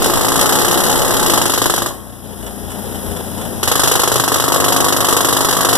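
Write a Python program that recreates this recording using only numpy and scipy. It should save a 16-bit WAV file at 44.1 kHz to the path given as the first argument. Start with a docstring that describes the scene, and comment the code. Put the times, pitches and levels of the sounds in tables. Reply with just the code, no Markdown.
"""Jackhammer in a walled yard

A pneumatic jackhammer breaks concrete in two long runs with a pause between them. Each stroke fires
a puff of exhaust, a spit of air and a knock that rings in the concrete. Close by, a forklift drones,
whines and clinks. Wind and handling rumble on the microphone, whose two ports, each minus the delayed
other, give a wide and hollow stereo picture."""
import sys
import numpy as np
from scipy import signal
from scipy.fft import rfft, irfft, next_fast_len
from scipy.io import wavfile
from scipy.ndimage import uniform_filter1d

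SR = 44100
rng = np.random.default_rng(int(sys.argv[2]) if len(sys.argv) > 2 else 0)


def write(x):
    x = np.atleast_2d(x).T
    wavfile.write(sys.argv[1], SR, np.round(np.clip(x, -1, 1) * 32767).astype(np.int16))


N = 254456
TIME = np.arange(N) / SR


def from_db(db):
    """Decibels to gain."""
    return 10 ** (np.asarray(db) / 20)


def rms_one(x):
    """Scale to unit rms."""
    return x / np.sqrt(np.mean(x ** 2) + 1e-20)


def in_time(rows):
    """Each column of a curve, at every sample."""
    seconds, *columns = np.transpose(rows)
    return [np.interp(TIME, seconds, column) for column in columns]


def gain_at(points, hz):
    """Gain of a (Hz, dB) table on a log-frequency axis."""
    points_hz, db = np.transpose(points)
    return from_db(np.interp(np.log(hz + 1e-3), np.log(points_hz), db))


def butter(x, edge_hz, kind, order=2):
    """Causal Butterworth filter."""
    return signal.sosfilt(signal.butter(order, edge_hz, kind, fs=SR, output="sos"), x + 1e-18)


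def wander(rate_hz):
    """Smooth random motion of unit rms."""
    return rms_one(butter(rng.standard_normal(N), rate_hz, "low"))


def flutter(depth_db, rate_hz):
    """A gain that wanders at random."""
    return from_db(depth_db * wander(rate_hz))


def clicks(times, heights):
    """One impulse per event."""
    return np.bincount(np.clip(np.round(times * SR).astype(int), 0, N), heights, N + 1)[:N]


def convolve(x, response):
    """Play a response at every impulse."""
    return signal.fftconvolve(np.atleast_2d(x), np.atleast_2d(response), axes=1)[:, :N]


def mode(knocks, hz, t60):
    """A unit knock sets a sine of height 1 ringing; its pitch may move."""
    turn = np.exp(2j * np.pi * np.cumsum(hz * np.ones(N)) / SR)
    decay = from_db(-60 / (t60 * SR))
    return np.imag(turn * signal.lfilter([1], [1, -decay], knocks * turn.conj() + 1e-18))


def from_the_side(x, lag_ms):
    """A wave that reaches the far port a little later."""
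    return np.array([x, np.interp(TIME - lag_ms / 1000, TIME, x)])


# The air at the two microphone ports. Each row: frequency in Hz, their difference re their sum in dB.
PORT_DIFFERENCE = [(60, -4), (130, -6), (350, -8), (500, -5), (700, -6), (1200, -4), (1700, 0)]

def field(spectrum, lag_ms, size=N):
    """Coloured noise at the two ports: a wave from one side plus a diffuse part; unit rms."""
    padded = next_fast_len(size)
    hz = np.fft.rfftfreq(padded, 1 / SR)
    wave, diffuse = rfft(rng.standard_normal((2, padded))) * gain_at(spectrum, hz) * hz / (hz + 10)
    diffuse = diffuse * gain_at(PORT_DIFFERENCE, hz)
    delay = np.exp(-2j * np.pi * hz * lag_ms / 1000)
    return rms_one(irfft([wave + diffuse, (wave - diffuse) * delay], padded)[:, :size])


def close_by(spectrum, lag_ms, scattered_db):
    """Noise from a near source: mostly one direct wave, with a little thrown back by the yard."""
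    direct = from_the_side(field(spectrum, lag_ms=0)[0], lag_ms)
    return direct + from_db(scattered_db) * field(spectrum, lag_ms=0)


def scatter(spectrum, start_ms, t60, lag_ms, hold_ms=0):
    """Dense response of many paths to the two ports that holds, then dies; unit energy per port."""
    t = TIME[:SR // 2]
    hz = np.fft.rfftfreq(len(t), 1 / SR)
    dying = np.maximum(t - hold_ms / 1000, 0)
    gate = np.clip(t * 1000 - start_ms, 0, 1) * (dying < t60)
    paths = rfft(field(spectrum, lag_ms, size=len(t)) * gate * from_db(-60 * dying / t60))
    # level out broad chance humps of colour
    even_power = gain_at(spectrum, hz) ** 2 * (1 + gain_at(PORT_DIFFERENCE, hz) ** 2)
    humps = uniform_filter1d(np.mean(np.abs(paths) ** 2, axis=0) / even_power, size=80)
    response = irfft(paths / np.sqrt(humps), len(t)) * gate
    return response / np.sqrt(np.sum(response ** 2) / 2)


# Low wind and handling rumble on the microphone. 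Each row: frequency in Hz, relative level in dB.
RUMBLE_SPECTRUM = [(20, 17), (35, -2), (60, -16), (120, -6), (200, -2), (400, -3), (1500, -23.5)]
# Its rise and fall. Each row: time in seconds, level in dB.
RUMBLE_LEVEL = [(0, -13.5), (.6, -32.5), (1.3, -20), (1.8, -35), (2.05, -43.5), (3.5, -32), (3.7, -27),
                (5.77, -64.5)]

def wind_rumble():
    """Wind and handling buffet the microphone: low noise that swells and fades."""
    level_db, = in_time(RUMBLE_LEVEL)
    return from_db(level_db) * field(RUMBLE_SPECTRUM, lag_ms=0)


# The forklift's pump, off to one side, on its lower and its higher note.
# Each row: time in seconds, pitch in Hz, level in dB.
LOW_WHINE = [(2.38, 422, -63), (2.43, 414, -40), (2.83, 411.2, -41), (2.93, 413, -30), (2.99, 416, -57),
             (3.05, 410.4, -36), (3.2, 407, -31.5), (3.24, 409, -62), (3.3, 415, -90)]
HIGH_WHINE = [(3.1, 499, -70), (3.16, 501.4, -29), (3.23, 502, -49), (3.39, 509.5, -34), (3.58, 520, -38),
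              (3.68, 510, -66)]

def hydraulics():
    """The pump whines while the mast works, then steps up to a higher note."""
    whine = 0
    for note in (LOW_WHINE, HIGH_WHINE):
        hz, db = in_time(note)
        phase = 2 * np.pi * np.cumsum(hz) / SR
        whine = whine + from_db(db) * flutter(depth_db=1.8, rate_hz=13) * np.sin(phase)
    return from_the_side(whine, lag_ms=0.32)


# Loose steel on the mast, near the microphone. Each row: start in seconds, relative level in dB.
CLINKS = [(2.319, -51), (2.426, -42.5), (2.444, -53), (2.464, -38.5), (2.477, -42), (2.571, -57),
          (2.703, -38.5), (2.716, -38), (2.745, -47), (2.945, -40), (2.963, -50), (3.109, -40.5),
          (3.162, -36.5), (3.319, -49), (3.378, -38), (3.413, -36), (3.449, -39)]
# Its clack. Each row: frequency in Hz, relative level in dB.
CLACK_SPECTRUM = [(500, 5), (1100, 9), (2000, 4), (3300, -5), (5500, -5), (8000, 6), (14000, -3)]
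# Its ring. Each row: frequency in Hz, relative level in dB, t60 in seconds.
MAST_MODES = [(1330, -4, .12), (2950, 1, .1), (3480, -1, .08), (5650, -3, .08), (7250, -4, .06),
              (10050, 1, .06), (10450, 0, .06)]

def mast():
    """Loose steel knocks as the forklift moves: a short clack and a bright ring, different each time."""
    times, db = np.transpose(CLINKS)
    paths = scatter(CLACK_SPECTRUM, start_ms=0, t60=0.08, lag_ms=0.33)
    clack = convolve(clicks(times, from_db(db)), paths)
    ring = 0
    for hz, mode_db, t60 in MAST_MODES:
        knock_db = db + mode_db + rng.normal(0, 3.3, len(times))
        ring = ring + mode(clicks(times, from_db(knock_db)), hz, t60)
    return from_db(35.5) * clack + from_db(-2) * from_the_side(ring, lag_ms=0.02)


# The forklift engine close by, sagging under load. Each row: time in seconds, crank turns per second.
CRANK_RATE = [(2.0, 29.5), (2.5, 29.3), (2.72, 28.8), (2.9, 29.3), (3.1, 28.2), (3.27, 27.6), (3.45, 28.6),
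              (3.6, 28.9)]
# Its effort. Each row: time in seconds, then relative levels in dB of the load,
# the firing tone and the tones at three and four times the crank rate.
ENGINE_LEVELS = [(1.4, -48, -49, -36, -32.5), (2.05, -48.5, -39, -36, -37), (2.2, -47.5, -42, -32, -37),
                 (2.34, -44, -40, -29, -37), (2.45, -41, -29, -33, -36), (2.68, -38.5, -29, -20, -30),
                 (2.78, -36, -36, -25, -29), (3.07, -32, -23, -16, -23), (3.3, -32, -34, -16, -22),
                 (3.48, -30, -25, -17, -19), (3.6, -30, -35, -13.5, -22)]
# Its higher tones. Each row: multiple of the crank rate, relative level in dB.
ENGINE_ORDERS = [(6, -11), (7, -7), (8, -9), (9, -11.5), (11, -15.5), (14, -18.5)]
# Its clatter and its hiss. Each row: frequency in Hz, relative level in dB.
CLATTER_SPECTRUM = [(35, -22), (100, 4.5), (200, 6), (280, -1), (450, -4.5), (750, -7), (1150, -15.5),
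                    (1500, -16), (2000, -28.5), (3200, -21), (5000, -28), (9000, -26)]
ENGINE_HISS_SPECTRUM = [(2000, 9), (3200, -78), (5000, 4.5), (7500, 1.5), (10500, 16.5), (12000, 12),
                        (14500, -11)]
# How much of it reaches the microphone. Each row: time in seconds, gain in dB.
ENGINE_REACH = [(0, 3), (1.4, 8.5), (1.95, 5.5), (3.6, -5.5), (3.8, -16.5), (5.77, -16)]

def forklift_engine():
    """Four cylinders, two firings a turn: a deep drone, throbbing clatter and hiss rise with the load."""
    crank_hz, = in_time(CRANK_RATE)
    reach_db, = in_time(ENGINE_REACH)
    load_db, firing_db, third_db, fourth_db = in_time(ENGINE_LEVELS)
    wobble = 0.0065 * wander(rate_hz=13.5)
    angle = 2 * np.pi * np.cumsum(crank_hz * (1 + wobble)) / SR

    drone = from_db(firing_db + 9.5) * np.sin(2 * angle)
    drone += from_db(third_db) * np.cos(3 * angle)
    drone += from_db(fourth_db) * np.sin(4 * angle)
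    drone *= flutter(depth_db=2, rate_hz=6.8)
    drone = from_the_side(drone, lag_ms=0.36) * from_db([[0], [-1.2]])

    overtones = 0
    for order, db in ENGINE_ORDERS:
        gain = from_db(db) * flutter(depth_db=2, rate_hz=5.6)
        overtones = overtones + gain * np.sin(order * angle + rng.uniform(0, 2 * np.pi))
    overtones = from_db(load_db + 12.5) * from_the_side(overtones, lag_ms=0.4)

    throb = 1 + 0.043 * np.cos(2 * angle) + 0.092 * np.cos(angle)
    panel_shake = flutter(depth_db=1.6, rate_hz=38)
    clatter = close_by(CLATTER_SPECTRUM, lag_ms=0.28, scattered_db=-9.5)
    clatter *= from_db(load_db + 7.5) * panel_shake * throb

    hiss = field(ENGINE_HISS_SPECTRUM, lag_ms=0) * from_db([[0], [-10]])  # weaker at the far port
    hiss *= from_db(load_db + 6) * (1 + 0.12 * np.cos(2 * angle))
    return from_db(reach_db) * (drone + overtones + clatter + hiss)


def racing(pace):
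    """0 with full piston travel (25 strokes a second), 1 when it races in short strokes (32)."""
    return np.clip((pace - 25) / (32 - 25), 0, 1)


def periods(times):
    """Length of each hammer cycle in seconds, capped so that the pause does not count."""
    return np.minimum(np.diff(times, append=times[-1] + .04), .045)


# The hammer's two runs in the yard. Each row: time in seconds, strokes per second.
FIRST_RUN = [(.0204, 25.44), (.29, 28.06), (.34, 25.46), (.39, 30.02), (.49, 31.34), (1.2, 33.71),
             (1.29, 26.77), (1.35, 24.95), (1.862, 24.53), (1.87, 20.6), (1.915, 20.6)]
SECOND_RUN = [(3.6296, 18.29), (3.67, 25.11), (3.99, 25.05), (4.08, 24.14), (4.15, 24.8), (4.79, 24.74),
              (5.51, 25.0), (5.78, 24.4)]
# A full stroke as the air supply swells and sags.
# Each row: time in seconds, relative levels in dB of the exhaust puff and of the air hiss.
AIR_SUPPLY = [(0, -14.5, -16), (.2, -12, -16.5), (.5, -11, -14), (1.1, -15, -17), (1.36, -10.5, -12.5),
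              (1.52, -14.5, -15.5), (1.66, -10.5, -13), (1.78, -13.5, -17), (1.86, -15.5, -18.5),
              (1.905, -27, -41), (3.63, -16.5, -13.5), (3.72, -11, -12.5), (3.91, -11.5, -11.5),
              (4.04, -12, -14), (4.45, -12.5, -15), (4.7, -12.5, -13), (5.01, -15, -13.5),
              (5.12, -11, -11.5), (5.56, -14.5, -14.5), (5.77, -12, -10.5)]

def piston_strokes():
    """Times, puff dB and hiss dB of all strokes; racing strokes are short, weak and uneven."""
    runs = []
    for run in (FIRST_RUN, SECOND_RUN):
        seconds, pace = np.transpose(run)
        t = np.arange(seconds[0], seconds[-1], 1 / SR)
        cycles = np.cumsum(np.interp(t, seconds, pace)) / SR
        times = np.interp(np.arange(int(cycles[-1]) + 1), cycles, t)
        short = racing(np.interp(times, seconds, pace))
        late, harder, hissier = rng.standard_normal((len(times), 3)).T
        puff_db, hiss_db = (np.interp(times, TIME, level) for level in in_time(AIR_SUPPLY))
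        puff_db = puff_db - 3.5 * short + harder * (1.5 * short - 0.3)
        jitter_ms = .08 + .8 * short
        runs.append([times + late * jitter_ms / 1000, puff_db, hiss_db + 0.6 * hissier])
    return np.hstack(runs)


# The chisel, to one side, as the first run stops.
# Each row: start in seconds, pitch in Hz, relative level in dB, t60 in seconds.
RELEASE = [(1.907, 1090, -39, 0.85)]

def chisel_release():
    """Freed from the concrete, the chisel steel rings on with its own note."""
    notes = sum(mode(clicks(np.array([s]), [from_db(db)]), hz, t60) for s, hz, db, t60 in RELEASE)
    return from_the_side(notes, lag_ms=.1)


# Stone snapping at the chisel tip. Each row: frequency in Hz, relative level in dB.
CHIP_SPECTRUM = [(800, 14.5), (1700, 5.5), (3100, 17), (4500, -34), (5900, 21), (8000, -7), (14000, 3)]

def chips(times, hiss_db):
    """Stone cracks with most strokes, now faintly and now sharply."""
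    crack_db = hiss_db + np.minimum(rng.normal(0, 33, len(times)), 6)
    cracks = clicks(times + 0.000958, from_db(crack_db))
    return from_db(15) * convolve(cracks, scatter(CHIP_SPECTRUM, start_ms=0, t60=0.064, lag_ms=0.049))


# Concrete crumbling under the tool. Each row: frequency in Hz, relative level in dB.
CRUNCH_SPECTRUM = [(50, 7), (120, 3), (180, 11.5), (300, 3), (410, 10), (520, 5), (750, -1.5), (1150, 2),
                   (1500, -7.5), (2000, -3.5), (3200, -98), (8000, -6.5), (14000, -12)]

def crunch(landings, force):
    """Each blow crushes concrete: a short burst and a longer, faint tail of grit."""
    burst = convolve(clicks(landings, force), scatter(CRUNCH_SPECTRUM, start_ms=0, t60=.11, lag_ms=0.13))
    grit_power = convolve(clicks(landings, force ** 2), from_db(-120 * TIME[:SR // 2] / 0.82))
    grit = np.sqrt(np.abs(grit_power)) * field(CRUNCH_SPECTRUM, lag_ms=0.18)
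    return from_db(7) * burst + from_db(-25.5) * grit


# Ringing tones of the blows: the hammer's low 123 Hz hum, then the concrete's ring. The chisel stands
# on a new spot for the second run. Each row: frequency in Hz, relative level in dB in the first run
# and in the second, t60 in seconds, dB of ring per dB of bite.
BLOW_TONES = [(123, 1.5, 5.5, .29, .6), (195, 4.5, -6, .12, 1.2), (273, 6, 4.5, .34, 1.4),
              (345, 6.5, 0, .28, 1), (437, -1.5, -10, .25, 1.2), (519, -6, 4.5, .09, 1.5),
              (556, 1.5, 3, .25, 1.3), (650, 0, 2, .2, 1.4), (717, -1, 1, .34, 2.6), (762, 3, -6, .17, 1.2),
              (848, 5.5, -3, .24, 1.5), (970, -6, 2, .09, 1.4), (1088, 0, 5.5, .08, 1.2),
              (1118, -14, 4.5, .26, 1.5), (1190, -4, 1.5, .08, 1.8), (1285, -7, -1, .07, .5)]

def blow_ring(landings, bite_db, shifting):
    """The crumbling contact rings the tones differently each blow and bends their pitch as it shifts."""
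    firm_bite_db = 3.5
    bend = 0.0085 * np.maximum(shifting, .3)  # some bending remains at full piston travel
    ring = 0
    for hz, first_db, second_db, t60, per_bite in BLOW_TONES:
        db = np.where(landings < 2, first_db, second_db) + per_bite * (bite_db - firm_bite_db)
        knocks = clicks(landings, from_db(db + rng.normal(0, 3.4, len(landings))))
        pitch = hz * (1 + bend * wander(rate_hz=8.2))
        # each tone radiates in its own pattern and reaches the two ports unequally
        pattern = 1 + rng.choice([-.7, .7]) * gain_at(PORT_DIFFERENCE, hz) * np.array([[1], [-1]])
        ring = ring + pattern * from_the_side(mode(knocks, pitch, t60), lag_ms=0.23)
    return from_db(-27.5) * ring


# How hard the chisel bears on the concrete. Each row: time in seconds, bite in dB.
BITE = [(0, -1.5), (.25, 3), (.4, 3), (.8, 3.5), (1.38, 1.5), (1.47, -3.5), (1.7, -5.5), (1.885, -5.5),
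        (1.93, -29), (3.63, -15), (3.75, -1.5), (4.1, -1.5), (4.42, -1.5), (4.52, 3.5), (4.88, 2.5),
        (5.02, 1.5), (5.5, 1), (5.77, 3)]

def chisel_blows(times):
    """The piston lands between two puffs and drives the chisel in; the contact shifts when it races."""
    period = periods(times)
    landings = times + 0.51 * period + rng.normal(0, .09 / 1000, len(times))
    bite_db = np.interp(landings, *np.transpose(BITE))
    shifting = np.interp(TIME, times, racing(1 / period))
    return crunch(landings, from_db(bite_db)) + blow_ring(landings, bite_db, shifting)


def jet_power(times, level_db, rise_ms, length_ms):
    """Power of air jets that open quickly and run out as the cylinder empties."""
    ms = 1000 * TIME[:SR // 10]
    shape = (1 - np.exp(-ms / rise_ms)) ** 2 / (1 + (ms / length_ms) ** 4)
    return np.abs(convolve(clicks(times, from_db(2 * level_db)), shape))


# Air from the hammer's vents, at both ports at once. 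Each row: frequency in Hz, relative level in dB.
AIR_SPECTRUM = [(500, 0), (1500, 2), (2000, 1), (2400, -13), (2950, 1.5), (4200, 1.5), (5200, -0.5),
                (7000, 2.5), (8800, 1), (10500, 5.5), (11800, 4), (13000, -5.5), (14500, -62)]

def air_spit(times, hiss_db):
    """Air vents on the working stroke and again on the return; short strokes open the return less."""
    period = periods(times)
    return_db = -1.5 - 7 * np.clip((.04 - period) / 0.041, 0, 1.3) + rng.normal(0, 4.6, len(times))
    power = jet_power(times, hiss_db, rise_ms=0.4, length_ms=9.87)
    power += jet_power(times + 0.543 * period, hiss_db + return_db, rise_ms=2.75, length_ms=5.13)
    sputter = flutter(depth_db=0.31, rate_hz=330)
    jet = np.sqrt(power) * sputter * field(AIR_SPECTRUM, lag_ms=0)
    echo_power = signal.lfilter([1], [1, -np.exp(-1 / (0.02 * SR))], power) / (0.0098 * SR)
    echo = np.sqrt(echo_power) * field(AIR_SPECTRUM, lag_ms=0)
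    return from_db(3.5) * (jet + from_db(-7.5) * echo)


# Turbulence behind each puff, arriving from the side. Each row: frequency in Hz, relative level in dB.
GUST_SPECTRUM = [(60, 13), (130, 15.5), (190, 2.5), (300, 4), (450, 11), (700, 1), (1200, -16), (2000, -29),
                 (5000, -51)]

def gust(times, puff_db):
    """The released air churns for a few milliseconds: a low thump that is never twice the same."""
    power = jet_power(times + 0.001, puff_db, rise_ms=3.2, length_ms=7.8)
    return from_db(-0.5) * np.sqrt(power) * field(GUST_SPECTRUM, lag_ms=0.36)


# The exhaust as ground and walls return it to the microphone.
# Each row: frequency in Hz, relative level in dB.
SLAP_SPECTRUM = [(50, -33), (120, -16), (190, -9), (320, 13), (400, 6.5), (500, -1.5), (750, -20.5),
                 (1050, -1.5), (1300, 2.5), (1520, -3.5), (2000, -21), (3200, -28.5), (8000, -19.5),
                 (14000, -15.5)]

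def exhaust(times, puff_db):
    """A sharp pressure pulse per stroke, thrown back by the ground and near walls, then by the yard."""
    heights = from_db(puff_db)
    pulses = clicks(times, heights)
    puff = butter(butter(pulses, 1550, "low", order=4), 720, "high", order=1)
    direct = from_the_side(puff, lag_ms=0.16)
    # the tool kicks about in the hands, so the near paths and their colour change between strokes
    stances = rng.integers(0, 3, len(times))
    slap = 0
    for stance in np.unique(stances):
        paths = scatter(SLAP_SPECTRUM, start_ms=0.63, t60=0.02, lag_ms=0.1, hold_ms=0.8)
        slap = slap + convolve(clicks(times, heights * (stances == stance)), paths)
    yard = convolve(pulses, scatter(SLAP_SPECTRUM, start_ms=6.27, t60=0.04, lag_ms=0.275))
    return from_db(35) * direct + from_db(22.7) * slap + from_db(11.5) * yard


def scene():
    """Pressure at the two microphone ports: the hammer and its blows, the forklift and the wind."""
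    times, puff_db, hiss_db = piston_strokes()
    hammer = exhaust(times, puff_db) + gust(times, puff_db) + air_spit(times, hiss_db)
    blows = chisel_blows(times) + chips(times, hiss_db) + chisel_release()
    rumble = wind_rumble()
    forklift = forklift_engine() + mast() + hydraulics()
    return from_db(-2.5) * (hammer + blows) + forklift + rumble


# Shading of the microphone's far port. Each row: frequency in Hz, gain in dB.
FAR_PORT_SHADE = [(400, 0), (1100, -.5), (3000, -2), (6000, -3), (10000, -5.5), (14000, -2)]
# How much of the other port each channel takes away. Each row: frequency in Hz, gain in dB.
CROSSFEED = [(100, -.2), (2200, -.3), (4400, -1.2), (6600, -4), (8800, -6.5), (11000, -8), (13200, -4.5)]

def record(dry):
    """Each channel is one port minus the delayed other; peaks are rounded and the top is cut."""
    port_lag_s, cutoff_hz = 20 / SR, 14350
    size = next_fast_len(N + SR // 10)
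    hz = np.fft.rfftfreq(size, 1 / SR)
    near, far = rfft(dry, size)
    far = far * gain_at(FAR_PORT_SHADE, hz)
    cross = gain_at(CROSSFEED, hz) * np.exp(-2j * np.pi * hz * port_lag_s)
    wide = irfft([near - cross * far, far - cross * near], size)[:, :N]
    limited = wide / (1 + wide ** 8) ** (1 / 8)
    return signal.sosfilt(signal.ellip(12, .2, 70, cutoff_hz, fs=SR, output="sos"), limited)


dry = scene()
out = record(dry)
write(out)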